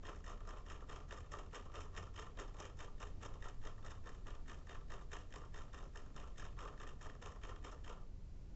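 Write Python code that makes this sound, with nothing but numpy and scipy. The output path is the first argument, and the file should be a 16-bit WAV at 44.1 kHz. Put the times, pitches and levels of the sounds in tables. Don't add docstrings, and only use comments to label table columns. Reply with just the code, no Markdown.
import sys
import numpy as np
from scipy import signal
from scipy.fft import rfft, irfft, next_fast_len
from scipy.io import wavfile
from scipy.ndimage import map_coordinates

SR = 44100
rng = np.random.default_rng(int(sys.argv[2]) if len(sys.argv) > 2 else 0)


def volts_from_db(level):
    exponent = np.asarray(level, float) / 20
    return 10 ** exponent


def persist_wave(psi):
    counts = np.round(np.clip(psi, -1, 1) * 32767).astype(np.int16)
    wavfile.write(sys.argv[1], SR, np.atleast_2d(counts).T)


N = 377055


def unit(x):
    return x / np.sqrt(np.mean(x ** 2) + 1e-20)


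def along(points, hz):
    f, value = np.transpose(points)
    return np.interp(np.log(hz + 1), np.log(f + 1), value)


def curves(rows):
    t, *columns = np.transpose(rows)
    return [np.interp(np.arange(N) / SR, t, column) for column in columns]


def wobble(rate):
    knots = rng.standard_normal(int(N * rate / SR) + 4)
    return map_coordinates(knots, [np.arange(N) * rate / SR])


def filtered(x, response):
    m = next_fast_len(N + SR // 2)
    return irfft(rfft(x, m) * response(np.fft.rfftfreq(m, 1 / SR)), m)[:N]


def tone(hz, db):
    return np.sqrt(2) * volts_from_db(db) * np.sin(2 * np.pi * np.cumsum(hz) / SR)


def shaped_noise(shape):
    return unit(filtered(rng.standard_normal(N), lambda hz: volts_from_db(along(shape, hz))))


def background():
    # f/Hz, level/dB per Hz
    rumble_band = [(5, -33), (8, 7.5), (16, 9.5), (24, -4), (45, -8), (60, -9.5), (90, -52)]
    # f/Hz, level/dB per Hz
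    hiss_band = [(100, -23), (200, -3.5), (350, -9), (670, -18), (1500, -27.5), (3700, -34.5), (4100, -33),
                 (7400, -37), (9000, -37.5)]
    # f/Hz, level/dB per Hz
    drone_band = [(35, -32), (55, -3.5), (75, -1), (100, -6), (125, -10.5), (145, -9.5), (190, -19),
                  (300, -56.5)]
    # t/s, level/dB
    drone_level = [
        (0.0, -59),
        (2.12, -56.5),
        (2.26, -58),
        (8.17, -58),
        (8.55, -55),
    ]
    # f/Hz, rms level/dB, wander/Hz, waver/dB
    hum_lines = [
        (30.5, -56.5, 0.13, -3.5),
        (41.25, -60, 1.2, 3.5),
    ]
    # t/s, firing f/Hz, rms level/dB
    engine_run = [
        (.9, 74, -61.5),
        (1.5, 79, -65),
        (2, 86, -55.5),
        (2.5, 92, -73.5),
        (3, 98, -61.5),
        (3.6, 103, -63.5),
        (4.1, 99, -63),
        (4.5, 88, -87),
    ]
    rumble = volts_from_db(-51.5 + 1.8 * wobble(0.83)) * shaped_noise(rumble_band)
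    hums = 0
    for hz, db, wander, waver_db in hum_lines:
        hums = hums + tone(hz + wander * wobble(3.4), db + waver_db * wobble(5.0))
    drone = volts_from_db(curves(drone_level)[0] + 0.12 * wobble(0.75)) * shaped_noise(drone_band)
    engine = tone(*curves(engine_run))
    hiss = volts_from_db(-66.5 + 0.47 * wobble(3.2)) * shaped_noise(hiss_band)
    return rumble + hums + drone + engine + hiss


def contacts():
    # t/s of first blow, first,
    # second and third blow level/dB, case knock/dB above the click
    step_blows = [(0.0526, -52, -50, -51, 1), (0.2643, -51, -54.0, -53, 2.5), (0.4741, -55.5, -54.5, -54.0, 6),
                  (0.6853, -57.5, -49, -51.5, 1), (0.8956, -50.5, -53, -54.0, 3),
                  (1.1097, -51.5, -49, -55, 0.5), (1.3186, -51.5, -48.5, -56, 2.5),
                  (1.5315, -55, -48.5, -52.0, -1), (1.7405, -56, -48, -63.5, 6.5),
                  (1.9505, -58, -50.5, -54.5, 4),
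                  (2.162, -52.5, -54.0, -51, 0), (2.3735, -54.5, -50.5, -57, 5), (2.5868, -56, -48, -52.5, 3),
              (2.7908, -54.5, -49.5, -53.5, 3.5), (3.0016, -55.5, -51.5, -57, 1.0),
              (3.2144, -60, -51.0, -51, 5), (3.4256, -52, -50.5, -63, 0), (3.6368, -59, -52.5, -48.5, 1),
              (3.8485, -53, -52.5, -54.5, 3.0), (4.0589, -57, -49, -55, 2), (4.2695, -51, -55.5, -53, 2.5),
              (4.4815, -52, -50.5, -53, 0), (4.6938, -50, -51, -58, 0.5), (4.9038, -50.5, -48.5, -54, 0.0),
              (5.1174, -51.0, -48.5, -55, -1), (5.325, -56, -51, -49, 0), (5.5433, -51, -50, -55, 1.5),
              (5.7445, -52, -59, -57.0, -1), (5.958, -53, -53.5, -62, 1), (6.1642, -53, -55, -55.5, 3.5),
              (6.3807, -49.5, -50.0, -58, -1.5),
                  (6.5897, -52, -52, -53, 7),
        (6.801, -53, -51, -51, 1),
                  (7.0117, -54, -54.0, -55.5, 2.5),
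        (7.2244, -50.0, -55, -52, 1.5),
        (7.436, -50.5, -53.5, -54.5, 1.0),
        (7.647, -49, -61, -58, 1.5),
        (7.8619, -54.5, -51.5, -53.5, 6),
    ]
    # t/s after the first blow, level/dB re step, knock/dB re step
    touch_pattern = [
        (-.020, -14.5, -2.5),
        (-.010, -17, 5.5),
        (.008, -17, 5.5),
        (0.027, -12, 3.5),
    ]
    # t/s, level/dB
    slack = [
        (0, 0.5),
        (1.3, 1),
        (2.6, -2),
        (3.6, -0.3),
        (4.6, -3),
        (5.6, 1.1),
        (6.2, 4),
        (7.3, 4),
        (8.0, -2.5),
    ]
    # t/s, click level/dB, knock/dB
    catches = [(0.0294, -62, -1), (0.2427, -57.5, -11), (0.922, -57, -7), (0.961, -54, 4),
               (1.2055, -59, -9.0), (1.387, -53.5, 3), (1.555, -49, 0.5), (1.6553, -59, 7.5),
               (1.8073, -48.5, -5), (1.9766, -49, -0.5), (2.027, -55.5, 0), (2.217, -58, 2),
               (2.2437, -65, -9), (2.2656, -61.5, 8), (2.3984, -48.5, -4), (2.4168, -56, 4),
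               (2.6436, -57, -3), (2.6542, -51, 1), (3.028, -51, 3), (3.2606, -54.0, -4), (3.3393, -59, 0),
               (3.9073, -51, -18), (4.7484, -56, 4), (5.5874, -56, -7.0), (5.7318, -57.0, -8),
               (6.4432, -57, -15.0), (7.0656, -55, -10), (7.723, -59.5, 10.5), (7.8452, -55, -9),
               (7.9277, -58, 4)]
    # t/s, click level/dB, knock/dB
    knocks = [(0.035, -66, 12.5), (0.2808, -56.5, 1), (0.57, -61, 9), (0.7075, -63.5, 17), (1.3925, -58, 3),
              (1.5339, -62.5, 15.5), (1.7702, -63, 11), (1.9773, -48.5, -6), (2.1894, -46.5, 0),
              (2.225, -53.5, 6.5), (2.267, -65, 0), (2.386, -57, -7), (2.437, -59, 7), (2.5437, -66, 12.5),
              (2.6547, -63, -2.0), (2.8105, -56.0, 7), (3.242, -61, -2), (3.454, -57, 13.5),
              (3.4635, -58, 3.5), (5.1478, -57, 10.5), (7.5087, -59.0, 10.5), (7.664, -58, 9.5),
              (7.723, -60.5, 7), (7.9084, -63, 13.5)]
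    # t/s, click level/dB, knock/dB
    rattles = [(0.1606, -59, -2), (0.4063, -61.5, 9), (.4526, -62, 5), (.5841, -63, -9),
               (.6643, -58.5, 2.5), (0.807, -65, -7), (.8207, -63.5, 10), (1.0036, -59, 7),
               (1.0852, -64, 4), (1.2621, -67, 5), (1.4627, -66.5, 7.5), (1.6973, -73, 12),
               (1.8537, -65, 14.5), (2.0703, -64.5, 11), (2.4807, -59.5, 4), (3.0702, -57, -3),
               (3.2248, -53, 0), (3.355, -66.5, 11), (3.4848, -52, -15), (3.7806, -61.5, 5.5),
               (4.1477, -57.5, -4), (4.3513, -57.5, 0), (4.671, -62.5, 1), (4.812, -66, 7),
               (5.011, -66, 10), (5.4156, -63.5, 8.5), (5.4357, -70, 17), (5.8262, -65, 15),
               (7.1182, -72, 3.5), (7.3604, -64.5, 10)]

    steps = np.array(step_blows)
    start, blow_db, knock = steps[:, :1], steps[:, 1:-1], steps[:, -1:]
    step_db = blow_db.mean(axis=1, keepdims=True)
    swing_scatter_s = 0.0012

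    def chance(count):
        return rng.standard_normal((3, len(steps), count))

    late, _, dull = chance(3)
    blow_t = start + [0, 0.0155, 0.034] + swing_scatter_s * late * [0, 1, 1]
    blows = (blow_t, blow_db, knock - 1.5 + 2.5 * dull)

    after, under_db, touch_knock = np.transpose(touch_pattern)
    late, loud, dull = chance(len(touch_pattern))
    touches = (start + after + swing_scatter_s * late,
               step_db + under_db + 4.5 * loud,
               knock + touch_knock + 2.8 * dull)

    late, loud, dull = chance(8)
    since = 0.015 * (np.arange(late.shape[1]) + 0.3 * late)
    loudness_db = 4.5 * loud
    slack_db = np.interp(start, *np.transpose(slack))
    rebounds = (start + 0.048 + since,
                step_db - 8 + slack_db - 165.5 * since + loudness_db,
                knock + 2.5 + 38.5 * since - loudness_db / 2 + 2.5 * dull)

    ruled = [np.reshape(group, (len(group), -1)) for group in (blows, touches, rebounds)]
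    stray = [np.transpose(group) for group in (catches, knocks, rattles)]
    return np.hstack([*ruled, *stray])


def scrape(times, level_db, rise, fall):
    start = np.maximum(np.round((times - 2 * rise) * SR), 0).astype(int)
    power = np.bincount(start, volts_from_db(level_db) ** 2, N)[:N]
    t = np.arange(SR // 5) / SR
    shape = (1 - np.exp(-t / rise)) ** 4 * np.exp(-t / fall)
    return np.abs(signal.oaconvolve(power, shape / shape.max())[:N])


def ringing(x, modes):
    def body(f):
        total = 0
        for k, (center, width, db) in enumerate(modes):
            damping = 1j * f * width
            total = total + (-1) ** k * volts_from_db(db) * damping / (center * center - f * f + damping)
        return total

    return filtered(x, lambda f: body(f) / np.sqrt(np.mean(np.abs(body(f)) ** 2)))


def gears():
    # f/Hz, width/Hz, level/dB
    rotor_modes = [(1460, 120, -7), (1797, 191, 3), (1910, 280, -6), (3610, 110, -8)]
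    movement_modes = [(2440, 520, -4), (2867, 150, 1.5), (3130, 155, 0), (3300, 62, -4.5)]
    wheel_modes = [(4260, 290, -26.5), (5226, 110, 4), (6050, 860, -2), (6580, 240, 4), (7500, 910, -2.5)]
    dial_modes = [(891, 140, -8.5), (1066, 67, -2.5), (1184, 59, -1), (1345, 88, -4.5)]
    case_modes = [(285, 34, -5), (431.4, 97, 2), (588, 398, -3), (761, 140, -3)]
    # t/s, level/dB
    hand_load = [
        (0, -2.5),
        (1.2, -2),
        (2.5, -1),
        (4, -4),
        (5.5, -3),
        (8.55, -2),
    ]
    t, click, knock = contacts()
    spot = rng.standard_normal((len(t), 3))
    grit, slips = unit(volts_from_db(2.1 * wobble(900))), unit(volts_from_db(3 * wobble(300)))

    def part(modes, db, rise, fall, chatter_db, chatter_fall):
        blow = scrape(t, db, rise, fall)
        play = scrape(t - 0.004, db - 16, rise=0.004, fall=0.003)
        loose = play + scrape(t, db + chatter_db, 0.004, chatter_fall)
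        force = np.sqrt(blow * grit ** 2 + loose * slips ** 2)
        return ringing(force * rng.standard_normal(N), modes)

    rotor = part(rotor_modes, click - 3.0,
                 rise=0.0012, fall=0.0011, chatter_db=-21.5, chatter_fall=0.021)
    movement = part(movement_modes, click + 2.0 * spot[:, 2] - 7.5,
                    rise=0.0015, fall=0.0017, chatter_db=-9.0, chatter_fall=0.015)
    wheels = part(wheel_modes, click + 2 * spot[:, 0] - 8.5,
                  rise=0.0013, fall=0.0015, chatter_db=-9.0, chatter_fall=0.01)
    dial = part(dial_modes, click + knock - 6.5,
                rise=0.0012, fall=0.0049, chatter_db=-9.5, chatter_fall=0.018)
    case = part(case_modes, click + 0.8 * knock + 0.84 * spot[:, 1] - 8.5,
                rise=0.0019, fall=0.0055, chatter_db=-8.0, chatter_fall=0.032)
    return rotor + volts_from_db(curves(hand_load)[0]) * (movement + wheels) + dial + case


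def room(x):
    # f/Hz, T60/s
    decay = [(300, 0.52), (1500, 0.22), (7000, 0.27)]
    hz, t, z = signal.stft(rng.standard_normal(SR // 2), SR, nperseg=256)
    fading = z * volts_from_db(-60 * t / along(decay, hz)[:, None])
    tail = signal.istft(fading, SR, nperseg=256)[1]
    delayed = np.pad(x, (200, 0))
    return signal.fftconvolve(delayed, tail / np.linalg.norm(tail))[:N]


def scene():
    clock = gears()
    return (clock + volts_from_db(-12.5) * room(clock) + background())[None]


def roll_off(x):
    return signal.sosfilt(signal.butter(12, 8410, fs=SR, output="sos"), x)


def record(dry):
    # f/Hz, level/dB
    band_edge = [(7400, -0.5), (7900, -10.5), (8300, -15.5), (8600, -62)]
    narrow = filtered(dry[0], lambda hz: volts_from_db(along(band_edge, hz)))
    return roll_off(narrow[None])


dry = scene()
out = record(dry)
persist_wave(out)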